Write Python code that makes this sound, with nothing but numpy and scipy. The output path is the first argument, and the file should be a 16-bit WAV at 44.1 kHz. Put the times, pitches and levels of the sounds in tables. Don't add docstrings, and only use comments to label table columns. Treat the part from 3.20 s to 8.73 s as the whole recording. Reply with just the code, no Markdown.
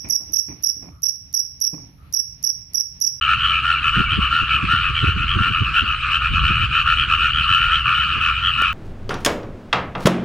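import sys
import numpy as np
from scipy import signal
from scipy.fft import rfft, irfft, next_fast_len
from scipy.io import wavfile
from scipy.ndimage import uniform_filter1d

SR = 44100
rng = np.random.default_rng(int(sys.argv[2]) if len(sys.argv) > 2 else 0)


def dump_mix(stems):
    frames = np.atleast_2d(stems).T
    limited = np.clip(frames, -1, 1)
    pcm = np.round(limited * 32767).astype(np.int16)
    wavfile.write(sys.argv[1], SR, pcm)


N = 243873


def amp(db):
    return 10 ** (np.asarray(db) / 20)


def unit_rms(x):
    return x / np.sqrt(np.mean(x ** 2) + 1e-20)


def curve_at(points, hz):
    f, value = np.transpose(points)
    return np.interp(np.log(hz + 1), np.log(f + 1), value)


def add(mix, s, sound):
    start = round(s * SR)
    part = mix[..., max(start, 0):max(start + sound.shape[-1], 0)]
    part += sound[..., max(-start, 0):][..., :part.shape[-1]]


def wander(samples):
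    return unit_rms(uniform_filter1d(uniform_filter1d(rng.standard_normal(N), samples), samples))


def port_noise(spectrum, likeness, lead, size, patchy_db):
    frames, hz = 4 * N // size + 5, np.fft.rfftfreq(size, 1 / SR)
    a, b, c, d, patches = rng.standard_normal((frames, len(hz), 5)).T
    patches = unit_rms(uniform_filter1d(uniform_filter1d(patches, 8, axis=0), 12, axis=1))
    shared = np.clip(curve_at(likeness, hz), -1, 1)[:, None]
    left = a + 1j * b
    right = shared * left + np.sqrt(1 - shared ** 2) * (c + 1j * d)
    right *= np.exp(-1j * curve_at(lead, hz))[:, None]
    spectra = np.array([left, right]) * amp(curve_at(spectrum, hz)[:, None] + patchy_db * patches)
    return unit_rms(signal.istft(spectra, nperseg=size, noverlap=3 * size // 4)[1][:, :N])


def motor_hum():
    # (frequency [Hz], rms level [dB])
    orders = [(64.7, -35), (129.5, -41.5), (454, -66)]
    wavering_s = np.cumsum(1 + .00503 * wander(9000)) / SR
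    return sum(np.sqrt(2) * amp(db) * np.sin(2 * np.pi * (hz * wavering_s + rng.random()))
               for hz, db in orders)


def frog_wash():
    # (frequency [Hz], relative density [dB])
    spectrum = [(300, -47), (420, -33), (800, -35), (950, -33.5), (1180, -6), (1340, -2.5), (1520, -9),
                (2020, -22), (2450, -11), (2950, -5.5), (3430, -24), (4120, -23.5), (5100, -36),
                (7300, -44.5), (8300, -41.5), (10000, -56), (15000, -70.5)]
    # (frequency [Hz], correlation [0-1])
    likeness = [(500, 0.47), (1200, 1), (2200, 0.96), (4000, 0.52), (8000, 0.19)]
    return amp(-24.5) * port_noise(spectrum, likeness, [(100, .083), (9000, .29)], size=512, patchy_db=3)


def wind():
    # (time [s], rumble level [dB])
    gusts = [(0.0, -38), (0.68, -37.5), (0.769, -25), (1.4, -35.5), (1.45, -27), (1.99, -26.5),
             (3.06, -36.5), (3.11, -19.5), (4.1, -35), (5.53, -31.5)]
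    # (frequency [Hz], relative density [dB])
    rumble_spectrum = [(15, -22.5), (30, 4.5), (60, 13.5), (100, 1.5), (150, -6.5), (300, -42),
                       (2000, -120)]
    buffet_spectrum = [(40, -18.5), (90, 6.5), (150, 1), (250, -8), (400, -18), (600, -37), (3000, -120)]
    # (frequency [Hz], phase lead [rad])
    port_lead = [(60, 0.02), (130, 1.1), (220, 1.14), (330, 1.8)]
    # (time [s], rms level [dB])
    thumps = [(0.762, -21.5), (0.791, -21), (0.92, -28.5), (0.973, -21), (1.218, -28), (1.428, -22.5),
              (1.523, -25.5), (1.693, -29), (1.825, -19), (1.873, -20.5), (1.955, -28), (2.157, -20),
              (2.197, -19.5), (2.296, -26), (2.41, -19), (2.616, -26), (3.127, -30), (3.171, -31),
              (3.299, -26), (3.422, -26), (4.299, -30), (4.958, -30.5)]
    rumble = port_noise(rumble_spectrum, [(50, 1), (120, .85)], [(50, 0), (150, .16)],
                        size=4096, patchy_db=-4.5)
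    likeness = [(30, .91), (80, .92), (160, .7), (280, .97), (450, .55)]
    buffet = port_noise(buffet_spectrum, likeness, port_lead, size=2048, patchy_db=-2.5)
    rumble_db = np.interp(np.arange(N) / SR, *np.transpose(gusts))
    buffet_db = -35 + .41 * (rumble_db + 30)
    lumps = unit_rms(amp(3.5 * wander(600)))
    out = amp(rumble_db) * rumble + amp(buffet_db) * lumps * buffet
    turbulence = buffet + .35 * rumble
    window = np.hanning(round(.047 * SR))
    for s, db in thumps:
        burst = turbulence[:, round(s * SR):][:, :len(window)] * window
        add(out, s - .01, amp(db) * unit_rms(burst))
    return out * amp([[-.6], [.6]])


def tick():
    at_s, decay_s = 5.4208, .00028
    out = np.zeros((2, N))
    add(out, at_s, amp([[-9.5], [-12.5]]) * np.exp(-np.arange(120) / SR / decay_s))
    return out


def water_scatter(sound):
    rt60_s = .16
    taps = np.zeros((2, 6000))
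    delays = np.arange(100, 5980, 20) + rng.integers(0, 20, (2, 294))
    np.put_along_axis(taps, delays, rng.choice([-1., 1.], delays.shape), 1)
    taps[1] = 1.1 * taps[0] + .5 * taps[1]
    taps *= amp(-60 * np.arange(6000) / SR / rt60_s)
    return signal.fftconvolve(sound, taps / np.linalg.norm(taps[0]), axes=1)[:, :N]


def croak(length_s, hz, db, pan_db, wobble):
    pulse_hz = 83.5
    count = max(round(length_s * pulse_hz), 1) + 1
    index = np.arange(count)[:, None]
    jitter, strength, detune, offset = wobble[:count].T[:, :, None]
    if hz < 2000:
        rise_s, fall_s, side_ratio, side_db, weight = .0034, .0019, 1.28, -11, 1
    elif hz < 3000:
        rise_s, fall_s, side_ratio, side_db, weight = .0017, .0013, .6, -30, 1.2
    else:
        rise_s, fall_s, side_ratio, side_db, weight = .0013, .0009, .6, -15, 1.2
    peaks_s = np.linspace(0, length_s, count)[:, None] + .0002 * jitter
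    since = np.arange(-.015, length_s + .03, 1 / SR) - peaks_s
    swell = np.sin(np.pi * (index + .5) / count) ** .25 * amp(1.4 * strength)
    pulses = swell * np.exp(-.5 * (since / np.where(since < 0, rise_s, fall_s)) ** 2)
    port_db = pan_db * np.array([[.5], [-.5]])
    lead_s = 12e-6 * port_db[:, None]
    arch = .03 * (np.sin(np.pi * (index + .27) / count) - .7)
    phase = 2 * np.pi * hz * (1 + arch + .007 * detune) * (since + lead_s) + .3 * offset
    side_ring = amp(side_db) * np.minimum(pulses, 1) * np.cos(side_ratio * phase)
    rings = pulses * (np.cos(phase) + side_ring)
    return amp(db + port_db) * rings.sum(1), amp(db) * pulses.sum(0) * weight


def far_frogs(per_kind=5):
    # (ring [Hz], spread [Hz], level [dB], left over right [dB])
    kinds = [(1293, 69.4, -20.5, 1.5), (2593, 190, -22, -0.5), (2963, 150, -18.5, 4)]
    out = np.zeros((2, N))
    for hz, spread, db, pan_db in kinds:
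        for voice, side, pace, start in rng.standard_normal((per_kind, 4)):
            ring_hz = min(hz + spread * np.clip(voice, -1.5, 1.5), 2960)
            period_s = .36 * (1 + .06 * pace)
            for s in np.arange((start * 7 % 1 - 1) * period_s, N / SR, period_s):
                late, strong = rng.standard_normal(2)
                sound, _ = croak(.085 + .004 * late, ring_hz, db + 1.9 * strong, pan_db + .73 * side,
                                 wobble=rng.standard_normal((16, 4)))
                add(out, s + .02 * late, sound)
    return out


def peeps(length_s=.039, slide_hz_per_s=-4800):
    # (time [s], starting pitch [Hz], peak level [dB])
    calls = [(.065, 2420, -25), (.315, 2350, -28), (.55, 2450, -24), (.852, 2400, -23), (1.3, 2380, -24),
             (1.757, 2420, -22), (2.825, 2540, -21)]
    out, t = np.zeros(N), np.arange(0, length_s, 1 / SR)
    envelope = np.sqrt(np.hanning(len(t)))
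    for s, start_hz, db in calls:
        hz = start_hz + slide_hz_per_s * t
        add(out, s, amp(db) * envelope * np.sin(2 * np.pi * np.cumsum(hz) / SR))
    return out


def rasp(breath):
    # (frequency [Hz], relative density [dB])
    spectrum = [(1000, -39.5), (1700, -6), (2100, -2), (3400, 5), (4100, 0), (4600, -12), (5100, -12.5),
                (5600, -8.5), (7300, -35.5), (8250, -14), (8700, -20), (9300, -23.5), (10000, -42),
                (15000, -43)]
    common, separate = rng.standard_normal((N, 2)).T
    hiss = np.array([1.45 * common, 1.05 * np.roll(common, 1) + .67 * separate])
    puffs = uniform_filter1d(breath, 120) * hiss
    size = next_fast_len(N)
    colour = amp(curve_at(spectrum, np.fft.rfftfreq(size, 1 / SR)))
    return amp(-40.5) * unit_rms(irfft(rfft(puffs, size) * colour, size)[:, :N])


def near_frogs():
    # (first pulse [s], last pulse [s], frog, level [dB])
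    croaks = [(0.015, 0.064, "alto", -11), (0.062, 0.175, "low", -19), (0.082, 0.149, "bass", -11),
              (0.197, 0.31, "high", -11), (0.241, 0.343, "alto", -11.5), (0.335, 0.402, "low", -13),
              (0.445, 0.541, "bass", -10), (0.498, 0.586, "low", -23.5), (0.632, 0.695, "mid", -13),
              (0.644, 0.708, "alto", -14.5), (0.733, 0.843, "bass", -12), (0.9, 0.955, "low", -20),
              (0.909, 0.971, "high", -10), (1.008, 1.079, "mid", -19), (1.016, 1.072, "alto", -15),
              (1.117, 1.215, "bass", -9.5), (1.137, 1.242, "mid", -23), (1.296, 1.381, "low", -14),
              (1.313, 1.363, "alto", -12), (1.414, 1.479, "low", -17.5), (1.474, 1.533, "low", -20),
              (1.491, 1.563, "bass", -10), (1.568, 1.612, "alto", -15), (1.622, 1.7, "mid", -15),
              (1.755, 1.816, "high", -11), (1.808, 1.922, "bass", -16), (1.849, 1.895, "mid", -15.5),
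              (1.984, 2.048, "mid", -18), (2.082, 2.151, "high", -12.5), (2.189, 2.294, "bass", -11.5),
              (2.326, 2.4, "mid", -17.5), (2.447, 2.504, "low", -16.5), (2.543, 2.609, "bass", -11.5),
              (2.558, 2.606, "mid", -15), (2.569, 2.621, "high", -10.5), (2.667, 2.747, "mid", -17.5),
              (2.809, 2.918, "low", -18), (2.91, 2.972, "mid", -17), (2.921, 2.97, "alto", -11.5),
              (3.023, 3.084, "low", -13), (3.138, 3.194, "low", -13.5), (3.216, 3.326, "bass", -15.5),
              (3.243, 3.295, "alto", -12.5), (3.284, 3.382, "low", -14.5), (3.398, 3.458, "alto", -16),
              (3.416, 3.463, "mid", -14), (3.517, 3.627, "low", -13), (3.537, 3.621, "alto", -14.5),
              (3.666, 3.739, "bass", -9), (3.694, 3.747, "mid", -13.5), (3.774, 3.85, "high", -9.5),
              (3.763, 3.832, "low", -15.5), (3.889, 3.95, "low", -12.5), (3.914, 3.964, "alto", -15),
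              (3.997, 4.108, "bass", -12.5), (3.985, 4.081, "low", -16), (4.136, 4.211, "high", -10.5),
              (4.176, 4.259, "mid", -16), (4.188, 4.267, "alto", -18.5), (4.282, 4.36, "alto", -10),
              (4.303, 4.365, "mid", -13.5), (4.358, 4.469, "bass", -11), (4.417, 4.485, "mid", -20),
              (4.473, 4.572, "low", -16), (4.515, 4.619, "alto", -14.5), (4.521, 4.569, "high", -9),
              (4.659, 4.74, "low", -14), (4.684, 4.784, "bass", -14.5), (4.75, 4.847, "alto", -14.5),
              (4.767, 4.875, "mid", -18), (4.858, 4.952, "alto", -17.5), (4.901, 4.982, "low", -17.5),
              (5.014, 5.1, "mid", -12), (5.015, 5.126, "bass", -14), (5.133, 5.213, "low", -22),
              (5.228, 5.306, "high", -9), (5.32, 5.423, "mid", -18.5), (5.383, 5.45, "bass", -12.5),
              (5.435, 5.506, "mid", -14.5), (5.42, 5.512, "alto", -23)]
    voices = {"bass": [(1377, -1, 1.2), (2943, -7.5, 3)], "low": [(1304, -5, 1), (2520, -1, 0.4)],
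              "mid": [(1300, -7.5, 0.9), (2560, 0, 4.5)], "alto": [(1330, -4.5, 0.2), (2983, -1, 3.5)],
              "high": [(1342, -14.5, 1), (3089, -1, 1.3)]}
    raspiness = {"bass": -0.5, "low": -3.5, "mid": -2.5, "alto": -3, "high": -4.5}
    out, activity, breath = np.zeros((2, N)), np.zeros(N), np.zeros(N)
    for first, last, frog, db in croaks:
        start = first - .015
        wobble = rng.standard_normal((16, 4))
        for hz, ring_db, pan_db in voices[frog]:
            sound, pulses = croak(last - first, hz, db + ring_db, pan_db, wobble)
            add(out, start, sound)
            add(activity, start, pulses)
            add(breath, start, amp(raspiness[frog]) * pulses)
    return out + rasp(breath), activity


def scene():
    near, activity = near_frogs()
    together = unit_rms(uniform_filter1d(activity + .033, 1300))
    frogs = near + together ** .5 * far_frogs() + peeps()
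    chorus = frogs + amp(-13.5) * water_scatter(frogs) + together ** .23 * frog_wash()
    return chorus + wind() + motor_hum() + tick()


def record(dry):
    opened = dry * np.clip((np.arange(N) / SR - .0112) / .001, 0, 1)
    rounded = 1.3 * np.tanh(opened / 1.3)
    lowpass = signal.firwin(511, cutoff=15600, window=("kaiser", 9), fs=SR)
    return signal.oaconvolve(rounded, lowpass[None], "same")


dry = scene()
out = record(dry)
dump_mix(out)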